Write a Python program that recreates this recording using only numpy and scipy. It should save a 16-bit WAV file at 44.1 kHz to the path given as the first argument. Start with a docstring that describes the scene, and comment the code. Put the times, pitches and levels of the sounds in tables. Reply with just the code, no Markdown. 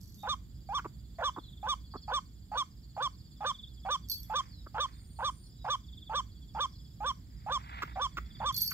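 """Marsh undergrowth on two microphones: light metal chatter, then a waterhen's 'kwaak' about twice a second,
each a raspy start, a period-doubled break and a clear arched note; short throaty grunts fall between calls.
Small birds whistle in glides and a far trill chirps in phrases; from 4.1 s struck metal rings, noise swishes
in the grass and an insect's tone buzzes; more swishes and the fullest jingle end it.
Throughout, chirping crickets and the coloured noise of a far marsh sit over a low outdoor rumble."""
import sys
import numpy as np
from scipy import signal
from scipy.fft import rfft, irfft, next_fast_len
from scipy.io import wavfile
from scipy.ndimage import map_coordinates

SR = 44100
rng = np.random.default_rng(int(sys.argv[2]) if len(sys.argv) > 2 else 0)


def file_out(sig):
    """Save sig as 16-bit WAV at sys.argv[1]."""
    # one column per channel
    cols = np.atleast_2d(sig).T
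    # limit, then scale
    lim = np.clip(cols, -1, 1)
    pcm = np.round(lim * 32767).astype(np.int16)
    wavfile.write(sys.argv[1], SR, pcm)


N = 384993
T = np.arange(N) / SR  # time [s]

# Levels are relative, ahead of the mix and of each microphone's share.
# every call has three stages: a raspy opening, a break into half pitch, and a clear note (s after its start)
BREAK_S, BREAK_TAKES_S, CLEAR_S, CLEAR_TAKES_S = .038, .0033, .056, .015
# the voice scoops up into its opening pitch and leaps from it at the break
SCOOP_SHARE, SCOOP_S, LEAP_TAKES_S = .17, .00516, .015
# the clear note climbs to its top, sags, and flicks up as the beak shuts (shares of the top pitch)
CLIMB_SHARE, CLIMB_S, CLIMB_TAKES_S = .16, .056, .027
TOP_S, SAG_SHARE, SAG_POWER, FLICK_SHARE, FLICK_TAKES_S = .07, .1433, 1.9, .08, .008
# loudness: the opening swells, the note holds and is cut off
OPEN_DB, SWELL_DB_PER_S, BREAK_DB, NOTE_DB, RELEASE_DB_PER_S = -38.5, 124.5, -35.5, -31.5, 2806
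# overtones: weak in the opening, full in the note, fading as it sags; higher calls are brighter
OPEN_OVERTONE_DB, BREAK_OVERTONE_DB, NOTE_OVERTONE_DB, SAG_OVERTONE_DB = -26.5, -24, 0, -8
USUAL_TOP_HZ, BRIGHT_DB_PER_HZ = 1223.7, .0864
# half-pitch lines: strongest at the break, dying away in the note
OPEN_HALF_DB, BREAK_HALF_DB, NOTE_HALF_DB, HALF_FADE_DB_PER_S = -11, 3, -14.5, 448.5
# roughness of each stage, to be scaled by the rasp of the call
OPEN_ROUGH, BREAK_ROUGH, NOTE_ROUGH = .34, .3, .03
# where the voice catches it dips, roughens and scoops up again from below, in proportion to the rasp
CATCH_TAKES_S, CATCH_DIP_DB, CATCH_DROP_SHARE, CATCH_RECOVER_S = .003, -7, .3, .007
CATCH_ROUGH, CATCH_ROUGH_S = .75, .007
# partials flicker in proportion to their multiple, and slip in phase with its square
FLICKER_DB, FLICKER_PER_S, SLIP_RAD, SLIP_PER_S = .6, 110, .009, 500
BEAK_HZ = 1850  # the half-shut beak holds back the partials around and above this until the note opens
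SHUT_HZ, SHUT_DB, SHUT_T60_S = 1226, -39, .037  # the cut-off leaves the throat ringing for a moment
FLARE_S, FLARE_TAKES_S, FLARE_DB = .098, .008, 6  # a second rasp flares in the treble as the note sags
METAL_DETUNE_SHARE = .0013  # the pieces touch, so each tap rings a little off the last
TICK_S, SCRAPE_S, SCRAPE_DB = .0008, .008, -22.5  # a sharp tick with a faint scrape after it
CHATTER_PER_S, CHATTER_SPREAD_DB = 90, 3
TRILL_SWELL_S, TRILL_SWELL_DB, TRILL_FADE_S = .45, 24, .03
WHISTLE_ARCH_HZ = 45.6
# one insect's buzz swells, rises slowly in pitch and stops short
BUZZ_S, BUZZ_LENGTH_S, BUZZ_ATTACK_S, BUZZ_RELEASE_S = 4.82, .69, .33, .03
BUZZ_HZ, BUZZ_RISE_HZ_PER_S, BUZZ_THROB_HZ, BUZZ_DB = 8760, 520, 68, -68
BIRD_LEFT_DB = -3.2
TOP_HZ = 15600


def undb(db):
    """Decibels to gain."""
    return 10 ** (np.asarray(db) / 20)


def unit(x):
    """Scale to rms 1."""
    return x / np.sqrt(np.mean(np.abs(x) ** 2))


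def add(out, s, x):
    """Mix x into out from time s."""
    i = max(int(s * SR), 0)
    out[i:i + len(x)] += x[:max(N - i, 0)]


def colour(x, points):
    """Filter by a spectrum of (Hz, dB) points."""
    hz, db = np.transpose(points)
    f = np.maximum(np.fft.rfftfreq(len(x), 1 / SR), 1)
    gain = undb(np.interp(np.log(f), np.log(np.maximum(hz, 1)), db))
    return irfft(rfft(x) * gain, len(x))


def noise(points, size=N):
    """Coloured noise, brought to rms 1."""
    white = rng.standard_normal(next_fast_len(size, True))
    return unit(colour(white, points)[:size])


def wander(t, rate):
    """Smooth chance with spread near 1 that changes rate times a second."""
    knots = rng.standard_normal(int(t[-1] * rate) + 2)
    return map_coordinates(knots, [t * rate], order=2, mode="nearest")


def resonate(x, hz, width_hz):
    """One resonance, gain 1 at its centre."""
    return signal.lfilter(*signal.iirpeak(hz, hz / width_hz, fs=SR), x)


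def highpass(x, hz):
    """A steep cut below hz."""
    return signal.sosfilt(signal.cheby2(6, 40, hz, "highpass", fs=SR, output="sos"), x)


def ease(t, at, takes):
    """A smooth step from 0 to 1, centred on at."""
    return .5 + .5 * np.sin(np.pi * np.clip((t - at) / takes, -.5, .5))


def bump(t, at, takes):
    """A brief smooth rise from 0 to 1 and back."""
    return np.exp(-((t - at) / takes) ** 2)


def held(s, length, attack, release):
    """Attack, hold and release of one event, as a gain."""
    return np.clip(np.minimum((T - s) / attack, (s + length - T) / release), 0, 1)


def place(x, left_db, lag_ms):
    """Two microphones: the left hears x at left_db and lag_ms later than the right (earlier if negative)."""
    late = map_coordinates(x, [np.arange(N) - lag_ms * SR / 1000], order=3)
    return np.array([undb(left_db) * late, x])


def waterhen():
    """The near bird's calls, with grunts in some of the gaps."""
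    # calls: (time [s], length [s], level [dB], top pitch [Hz], opening pitch [Hz], rasp [0-1],
    #         catch of the voice after the start [s])
    call_rows = [(0.232, 0.11, -1, 1218, 869, 0.87, 0.035), (0.689, 0.1, 0.5, 1182, 814, 0.17, 0.041),
                 (1.185, 0.11, 1, 1181, 713, 0.9, .024), (1.6288, .11, 0.6, 1203, 861, 0.46, 0.04),
                 (2.079, 0.11, 1, 1198, 878, 0.58, 0.029), (2.516, 0.11, 0.7, 1202, 881, 0.68, 0.028),
                 (2.965, 0.11, 0.5, 1193, 827, 0.63, 0.0079), (3.4057, 0.11, 0, 1211, 848, 0.65, 0.031),
                 (3.85, 0.11, 1, 1205, 804, 0.6, 0.0093), (4.2974, 0.11, 1.5, 1202, 869, 0.42, 0.037),
                 (4.7437, 0.114, 0, 1206, 894, 0.89, 0.033), (5.188, 0.11, 0.5, 1199, 898, 0.75, 0.022),
                 (5.6439, 0.11, 1, 1200, 853, 0.8, 0.015), (6.095, 0.11, 0.5, 1195, 892, 0.71, 0.037),
                 (6.5478, 0.11, 0.5, 1199, 875, 0.57, 0.036), (7.004, 0.11, 0.5, 1187, 863, 0.34, .037),
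                 (7.4625, 0.113, 1, 1196, 860, 0.54, 0.031), (7.957, 0.11, 0.5, 1184, 770, 0.74, .011),
                 (8.401, 0.11, 1.4, 1194, 859, 0.9, 0.0249)]
    # grunts: (time [s], length [s], level [dB], throat resonance [Hz],
    #          low thump [dB re throat], sharpness [dB re throat])
    grunt_rows = [(0.784, 0.016, -35, 1200, -26, -16), (0.845, 0.019, -39.5, 1070, -2, -19.5),
                  (1.362, 0.027, -40.5, 1060, -2.5, -31), (1.938, 0.028, -43.5, 1030, 0, -48),
                  (4.663, 0.0085, -46.5, 1263, -3.5, -36), (7.821, 0.016, -32, 1266, -13.5, -7.5),
                  (8.170, 0.018, -34, 1290, -14, -8), (8.712, 0.012, -41, 1330, -22, -5)]
    out = np.zeros(N)
    for s, length, db, top_hz, open_hz, rasp, catch_s in call_rows:
        add(out, s, undb(db) * call(length, top_hz, open_hz, rasp, catch_s))
    for s, length, db, hz, thump_db, sharp_db in grunt_rows:
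        add(out, s, undb(db) * grunt(length, hz, thump_db, sharp_db))
    return out


def call(length, top_hz, open_hz, rasp, catch_s):
    """The syrinx croaks and catches, doubles its period, then locks into an arched note with frayed overtones."""
    # partials of the voice, the odd ones strong: (multiple of the pitch, level [dB re fundamental])
    partials = [(2, -23), (3, -1.5), (4, -20.5), (5, -14.5), (7, -29)]
    # lines between the partials: (multiple of the pitch, level [dB before the split])
    half_partials = [(.5, -3), (1.5, -5), (2.5, -5.5), (3.5, 1)]
    # faint lines between and beside the high partials: (multiple of the pitch, level [dB before the flare])
    frayed_partials = [(4.5, -34.5), (5.5, -34), (6, -52), (6.5, -30.5), (8, -64)]
    t = np.arange(int(.14 * SR)) / SR
    hz, db, overtone_db, half_db, rough = gesture(t, length, top_hz, open_hz)

    since = np.maximum(t - catch_s, 0)
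    drop = CATCH_DROP_SHARE * ease(t, catch_s, CATCH_TAKES_S) * np.exp(-since / CATCH_RECOVER_S)
    hz = hz * (1 - rasp * drop)
    db = db + rasp * CATCH_DIP_DB * bump(t, catch_s, CATCH_TAKES_S)
    rough = rasp * (rough + CATCH_ROUGH * bump(t, catch_s, CATCH_ROUGH_S))

    # slow lurches in the rasp, and a small jitter from cycle to cycle that frays the high partials
    jitter = (.003 + .19 * rough) * wander(t, 520) + .009 * wander(t, 2200)
    phase = 2 * np.pi * np.cumsum(hz * (1 + jitter)) / SR
    edge = undb(overtone_db)
    flare = undb(FLARE_DB * bump(t, FLARE_S, FLARE_TAKES_S))

    def lines(rows):
        """Flickering partials, muffled above the beak's limit while it is half shut."""
        total = np.zeros(len(t))
        for k, line_db in rows:
            gain = undb(line_db + FLICKER_DB * k * wander(t, FLICKER_PER_S))
            muffle = edge ** ease(k * hz, BEAK_HZ, BEAK_HZ / 2)
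            slip = SLIP_RAD * k ** 2 * wander(t, SLIP_PER_S)
            total += gain * muffle * np.sin(k * phase + slip)
        return total

    # strong and weak cycles alternate, which puts lines between the partials; a smooth start hardly splits
    split = undb(half_db + 2 * rng.standard_normal()) * min(rasp / .36, 1) ** 2
    voice = np.sin(phase) + lines(partials) + split * lines(half_partials) + flare * lines(frayed_partials)
    voice *= 1 + .55 * rough * wander(t, 700)
    # while the voice is rough, turbulent air rings the throat, pulsing at half the pitch
    air = resonate(resonate(rng.standard_normal(len(t)), 1250, 800), 1250, 800)
    voice += undb(-15) * rough * unit(air) * (1 + np.cos(phase / 2))
    hiss = noise([(400, 1), (1200, -12), (2100, -6.5), (3400, -10), (4800, -13), (6200, 9),
                  (8000, -8.5), (10500, -10.5), (13000, -16)], size=len(t))
    voice += undb(-27.5 + 2 * wander(t, 160)) * flare * np.sqrt(edge) * hiss * (1 + np.cos(phase))

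    after = np.maximum(t - length, 0)
    shut = undb(SHUT_DB - 60 * after / SHUT_T60_S) * np.sin(2 * np.pi * SHUT_HZ * after)
    onset = np.minimum(t / .00083, 1)
    return highpass(np.sqrt(2) * (voice * undb(db) * onset + shut), hz=382)


def gesture(t, length, top_hz, open_hz):
    """Pitch, level, overtones, half-pitch lines and roughness as a call moves through its three stages."""
    broken, clear = ease(t, BREAK_S, BREAK_TAKES_S), ease(t, CLEAR_S, CLEAR_TAKES_S)

    def stages(opening, breaking, note):
        """Cross from each stage's value to the next."""
        return opening + broken * (breaking - opening) + clear * (note - breaking)

    sag = np.clip((t - TOP_S) / (length - FLICK_TAKES_S / 2 - TOP_S), 0, 1) ** SAG_POWER
    climb = CLIMB_SHARE * (1 - ease(t, CLIMB_S, CLIMB_TAKES_S))
    flick = FLICK_SHARE * ease(t, length + .0019, FLICK_TAKES_S)
    arch = 1 - climb - SAG_SHARE * sag + flick
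    opening_hz = open_hz * (1 - SCOOP_SHARE * np.exp(-t / SCOOP_S))
    hz = opening_hz + ease(t, BREAK_S, LEAP_TAKES_S) * (top_hz * arch - opening_hz)

    release_db = RELEASE_DB_PER_S * np.maximum(t - length, 0)
    db = stages(OPEN_DB + SWELL_DB_PER_S * t, BREAK_DB, NOTE_DB) - release_db
    bright_db = BRIGHT_DB_PER_HZ * (top_hz - USUAL_TOP_HZ)
    note_overtone_db = NOTE_OVERTONE_DB + SAG_OVERTONE_DB * sag ** 2 + bright_db
    overtone_db = stages(OPEN_OVERTONE_DB, BREAK_OVERTONE_DB, note_overtone_db) - release_db
    note_half_db = NOTE_HALF_DB - HALF_FADE_DB_PER_S * (t - CLEAR_S)
    half_db = stages(OPEN_HALF_DB, BREAK_HALF_DB, note_half_db)
    return hz, db, overtone_db, half_db, stages(OPEN_ROUGH, BREAK_ROUGH, NOTE_ROUGH)


def grunt(length, hz, thump_db, sharp_db):
    """A few uneven pulses ring the throat, over a soft low thump and a sharp burst of noise."""
    t = np.arange(int(.06 * SR)) / SR
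    gate = np.exp(-np.maximum(t - length + .0012, 0) / .0023)
    cycle = np.cumsum(310 * np.exp(.24 * wander(t, 300))) / SR
    ticks = np.diff(np.floor(cycle), prepend=-1)
    pulses = (ticks + .12 * rng.standard_normal(len(t))) * gate
    throat = pulses
    for _ in range(4):  # the same resonance several times over gives steep flanks
        throat = resonate(throat, hz, width_hz=615)
    thump = resonate(resonate(pulses * t / length, 320, 250), 190, 260)
    sharp = gate * noise([(900, -27), (2100, 5), (3500, -9.5), (6000, -14), (7700, -18),
                          (9500, -44.5), (14000, -15)], size=len(t))
    mix = unit(throat) + undb(thump_db) * unit(thump) + undb(sharp_db) * unit(sharp)
    return mix * np.sqrt(length / t[-1])


def jingle():
    """Small metal pieces knock together: shakes of light random chatter, and clear taps in the later ones."""
    # clear metal taps: (time [s], click [dB], low ring [dB], high ring [dB])
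    tap_rows = [(4.087, -31, -54, -50), (4.0982, -19.5, -28.5, -30.5), (4.1157, -16, -26, -32.5),
                (4.145, -33, -36.5, -51), (4.157, -41, -60, -48), (4.203, -44, -61, -50),
                (4.232, -33, -58, -49.5), (8.5255, -33, -45.5, -52), (8.544, -23, -30.5, -37.5),
                (8.565, -12.5, -37, -45), (8.568, -29, -24, -38), (8.5775, -32, -25, -27),
                (8.6071, -24, -28.5, -50), (8.613, -16, -27.5, -34), (8.6179, -17, -36, -23.5),
                (8.6312, -21, -47, -48), (8.636, -44, -45, -33), (8.651, -32, -45, -41),
                (8.664, -26, -31, -48), (8.6773, -18.5, -26, -39), (8.708, -24, -46, -32.5)]
    # shakes of chatter: (time [s], length [s], click [dB], low ring [dB], high ring [dB])
    shake_rows = [(0, .23, -43, -64, -66.5), (4.087, .09, -42, -61, -65), (8.56, .17, -40, -43, -48)]
    out = np.zeros(N)
    for s, click_db, low_db, high_db in tap_rows:
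        add(out, s, tap(click_db, low_db, high_db))
    for s, length, click_db, low_db, high_db in shake_rows:
        for slot in np.arange(0, length, 1 / CHATTER_PER_S):
            db = CHATTER_SPREAD_DB * rng.standard_normal()
            at = s + slot + rng.random() / CHATTER_PER_S
            add(out, at, undb(db) * tap(click_db, low_db, high_db))
    return highpass(out, hz=2630)  # pieces this small radiate no lows


def tap(click_db, low_db, high_db):
    """A tap clicks and rings the metal; where it lands sets the share of low and high modes."""
    # what the metal rings with: (frequency [Hz], level [dB re the low or high ring], t60 [s])
    modes = [(4487, -5.5, 0.17), (4490, -9, .06), (5233, -17.5, .12), (5780, -22, .05), (11723, -11, .11),
             (12435, -3.5, 0.14), (12450, -1.5, 0.05)]
    # colour of the contact noise: (frequency [Hz], level [dB])
    click_colour = [(500, -75), (1500, -36), (2900, -47), (3700, -26), (4600, -9.5), (5800, 9), (7000, -6),
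                    (9000, -6), (11000, -2), (12500, -14.5), (15000, -4)]
    t = np.arange(int(.3 * SR)) / SR
    contact = np.exp(-t / TICK_S) + undb(SCRAPE_DB) * np.exp(-t / SCRAPE_S)
    out = undb(click_db - 8.5) * noise(click_colour, size=len(t)) * contact
    detune = 1 + METAL_DETUNE_SHARE * rng.standard_normal()
    for hz, db, t60 in modes:
        ring_db = low_db if hz < SR / 5 else high_db
        out += undb(db + ring_db - 60 * t / t60) * np.sin(2 * np.pi * hz * detune * t)
    return out


def undergrowth(x, wet_db, t60, points):
    """Leaves and stems scatter a short diffuse tail, different at each microphone."""
    t = np.arange(int(.5 * SR)) / SR
    envelope = undb(-60 * t / t60) * np.minimum(t / .0057, 1)
    tails = [noise(points, size=len(t)) * envelope for _ in range(2)]
    return undb(wet_db) * np.array([signal.fftconvolve(x, h / np.linalg.norm(h))[:N] for h in tails])


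def grass_swishes():
    """Fluttering noise rises and falls as something swishes in the grass."""
    # swishes: (time of the peak [s], level [dB], rise [dB/s], fall [dB/s])
    swish_rows = [(4.43, -59, 90, 151), (4.899, -63, 108.5, 90), (7.79, -45.5, 67.5, 116),
                  (8.4, -64.5, 22, 9)]
    # colour of the grass: (frequency [Hz], level [dB])
    grass_colour = [(350, -23), (600, -13.5), (950, 1.5), (1500, -3), (2100, -1.5), (2700, -10.5),
                    (3600, -13.5), (5000, -27.5), (9000, -48)]
    brush = sum(undb(db - np.maximum(rise * (s - T), fall * (T - s))) for s, db, rise, fall in swish_rows)
    swish = noise(grass_colour) * brush * undb(2.8 * wander(T, 150))
    return place(swish, -2.3, -.48)


def small_life():
    """Far birds, crickets and one buzzing insect, spread across the two microphones."""
    cricket = undb(-73.5) * chirps(7180, 200, 16, .0097)
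    groups = np.clip(1 + 2 * np.sin(2 * np.pi * 9.4 * T), 0, 1)
    grouped = undb(-87.5) * chirps(8800, 340, 70, .005) * groups
    soft = far_trill() + whistles() + low_crickets() + cricket_chorus()
    return place(soft, -3, -.047) + place(cricket, -10, .053) + place(grouped + insect_buzz(), .59, 0)


def whistles():
    """Small birds slide from one pitch to another over a slight arch, as thin sine tones."""
    # whistles: (time [s], length [s], start pitch [Hz], end pitch [Hz], level [dB])
    whistle_rows = [(0.172, 0.11, 3620, 3630, -56.5), (1.396, 0.14, 4300, 3600, -63.5),
                    (2.5, 0.11, 4690, 4060, -60.5), (4.491, 0.073, 4790, 3990, -59),
                    (4.551, 0.087, 4150, 3550, -61.5), (4.924, 0.083, 3570, 3570, -68),
                    (5.408, 0.077, 4690, 4120, -64.5), (5.57, 0.096, 3900, 3660, -62),
                    (7.876, 0.12, 3540, 3780, -66), (8.3, 0.11, 4910, 4350, -62.5)]
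    out = np.zeros(N)
    for s, length, start_hz, end_hz, db in whistle_rows:
        u = np.linspace(0, 1, int(length * SR))
        arch = np.sin(np.pi * u)
        hz = start_hz + (end_hz - start_hz) * u + WHISTLE_ARCH_HZ * arch + 60 * wander(u * length, 500)
        add(out, s, undb(db) * arch * np.sin(2 * np.pi * np.cumsum(hz) / SR))
    return out


def far_trill():
    """Each phrase of a far bird's falling chirps swells, holds and stops."""
    # phrases: (time [s], length [s], level [dB])
    phrases = [(1.003, 0.73, -62), (3.092, 0.6, -61), (5.44, 0.67, -62), (8.01, 0.64, -61.5)]
    swell = np.zeros(N)
    for s, length, db in phrases:
        below_db = TRILL_SWELL_DB * np.clip(1 - (T - s) / TRILL_SWELL_S, 0, 1)
        swell += undb(db - below_db) * held(s, length, TRILL_FADE_S, TRILL_FADE_S)
    return swell * undb(3.2 * wander(T, 6.8)) * chirps(3468, 950, 21.7, .0047)


def chirps(hz, fall_hz, rate, blur):
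    """A train of soft falling chirps with near silence between, blurred by distance."""
    cycle = np.cumsum(rate * (1 + .05 * wander(T, 3.7))) / SR % 1
    pitch = hz + fall_hz * (.5 - cycle) + blur * hz * wander(T, 400)
    train = np.sin(np.pi * cycle) ** 4 * np.sin(2 * np.pi * np.cumsum(pitch) / SR)
    return unit(train) * undb(2 * wander(T, 12))


def low_crickets():
    """Slow low chirps come up in bouts over a faint steady level."""
    # bouts: (time [s], length [s], level [dB])
    bout_rows = [(1.756, 0.35, -74.5), (3.673, 0.67, -71), (6.187, 0.75, -75), (7.597, 0.95, -77)]
    bouts = sum(undb(db) * held(s, length, attack=.054, release=.05) for s, length, db in bout_rows)
    return (bouts + undb(-83.5)) * chirps(3380, 400, 16, .011)


def cricket_chorus():
    """Two blurred chirp trains drift in level."""
    return sum(undb(-78 + 3.7 * wander(T, 3)) * chirps(hz, 600, rate, .045)
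               for hz, rate in [(4960, 33), (4640, 17)])


def insect_buzz():
    """One unsteady, throbbing tone rises in pitch and stops short."""
    hz = (BUZZ_HZ + BUZZ_RISE_HZ_PER_S * (T - BUZZ_S)) * (1 + .021 * wander(T, 1600))
    throb = 1 + .5 * np.sin(2 * np.pi * BUZZ_THROB_HZ * T)
    gate = held(BUZZ_S, BUZZ_LENGTH_S, BUZZ_ATTACK_S, BUZZ_RELEASE_S)
    return undb(BUZZ_DB) * throb * gate * np.sin(2 * np.pi * np.cumsum(hz) / SR)


def far_marsh():
    """The far marsh and its insect chorus: diffuse noise, separate at each microphone and drifting in level."""
    # colour of the marsh: (frequency [Hz], level [dB])
    marsh_colour = [(300, -6), (650, -6), (1100, -11), (1800, -11.5), (2600, -17.5), (3400, -6.5),
                    (4000, -8.5), (5000, -13), (5800, -22.5), (7300, -5.5), (8300, -18.5), (10000, -22.5),
                    (13000, -11), (15500, -15.5)]
    return np.array([undb(db + wander(T, 1.3)) * noise(marsh_colour) for db in (-70.5, -67.5)])


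def outdoor_rumble():
    """Low noise mostly common to both microphones, slowly changing in level."""
    # colour of the rumble: (frequency [Hz], level [dB])
    rumble_colour = [(18, -53), (31, -27.5), (42, -9.5), (60, 2.5), (72, -8.5), (100, -7.5), (190, -15.5),
                     (300, -25), (430, -37.5), (900, -65.5)]
    # course of the rumble: (time [s], level [dB])
    level_rows = [(0, -46.5), (2.8, -48.5), (7.3, -47), (8.4, -45.5)]
    common = place(noise(rumble_colour), -2.86, .052)
    apart = undb(-14.5) * np.array([noise(rumble_colour), noise(rumble_colour)])
    return (common + apart) * undb(np.interp(T, *np.transpose(level_rows)))


def scene():
    """The bird and the metal lie a little to the right, among scattering plants."""
    bird, metal, life = waterhen(), jingle(), small_life()
    near = undergrowth(bird, wet_db=-18, t60=.11, points=[
        (300, -8), (1100, -5), (3400, -3), (6000, 3), (9000, 3), (14000, -4)])
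    far = undergrowth(bird, wet_db=-12, t60=.28, points=[
        (400, -6), (1100, -13), (2100, 7.5), (3400, -12.5), (7000, 4), (12000, 6.5)])
    shimmer = undergrowth(metal, wet_db=-7, t60=.29, points=[(4500, .052), (12000, .044)])
    blur = undergrowth(life[1], wet_db=-6, t60=.12, points=[(3500, -8), (4200, 2.5), (7000, -8)])
    foreground = place(bird, BIRD_LEFT_DB, .11) + near + far + place(metal, -5, .153) + shimmer
    background = undb(1.5) * life + blur + far_marsh() + outdoor_rumble()
    return foreground + grass_swishes() + background


def record(dry):
    """The recorder cuts steeply above TOP_HZ."""
    return signal.sosfilt(signal.ellip(10, .2, 80, TOP_HZ, fs=SR, output="sos"), dry)


dry = scene()
out = record(dry)
file_out(out)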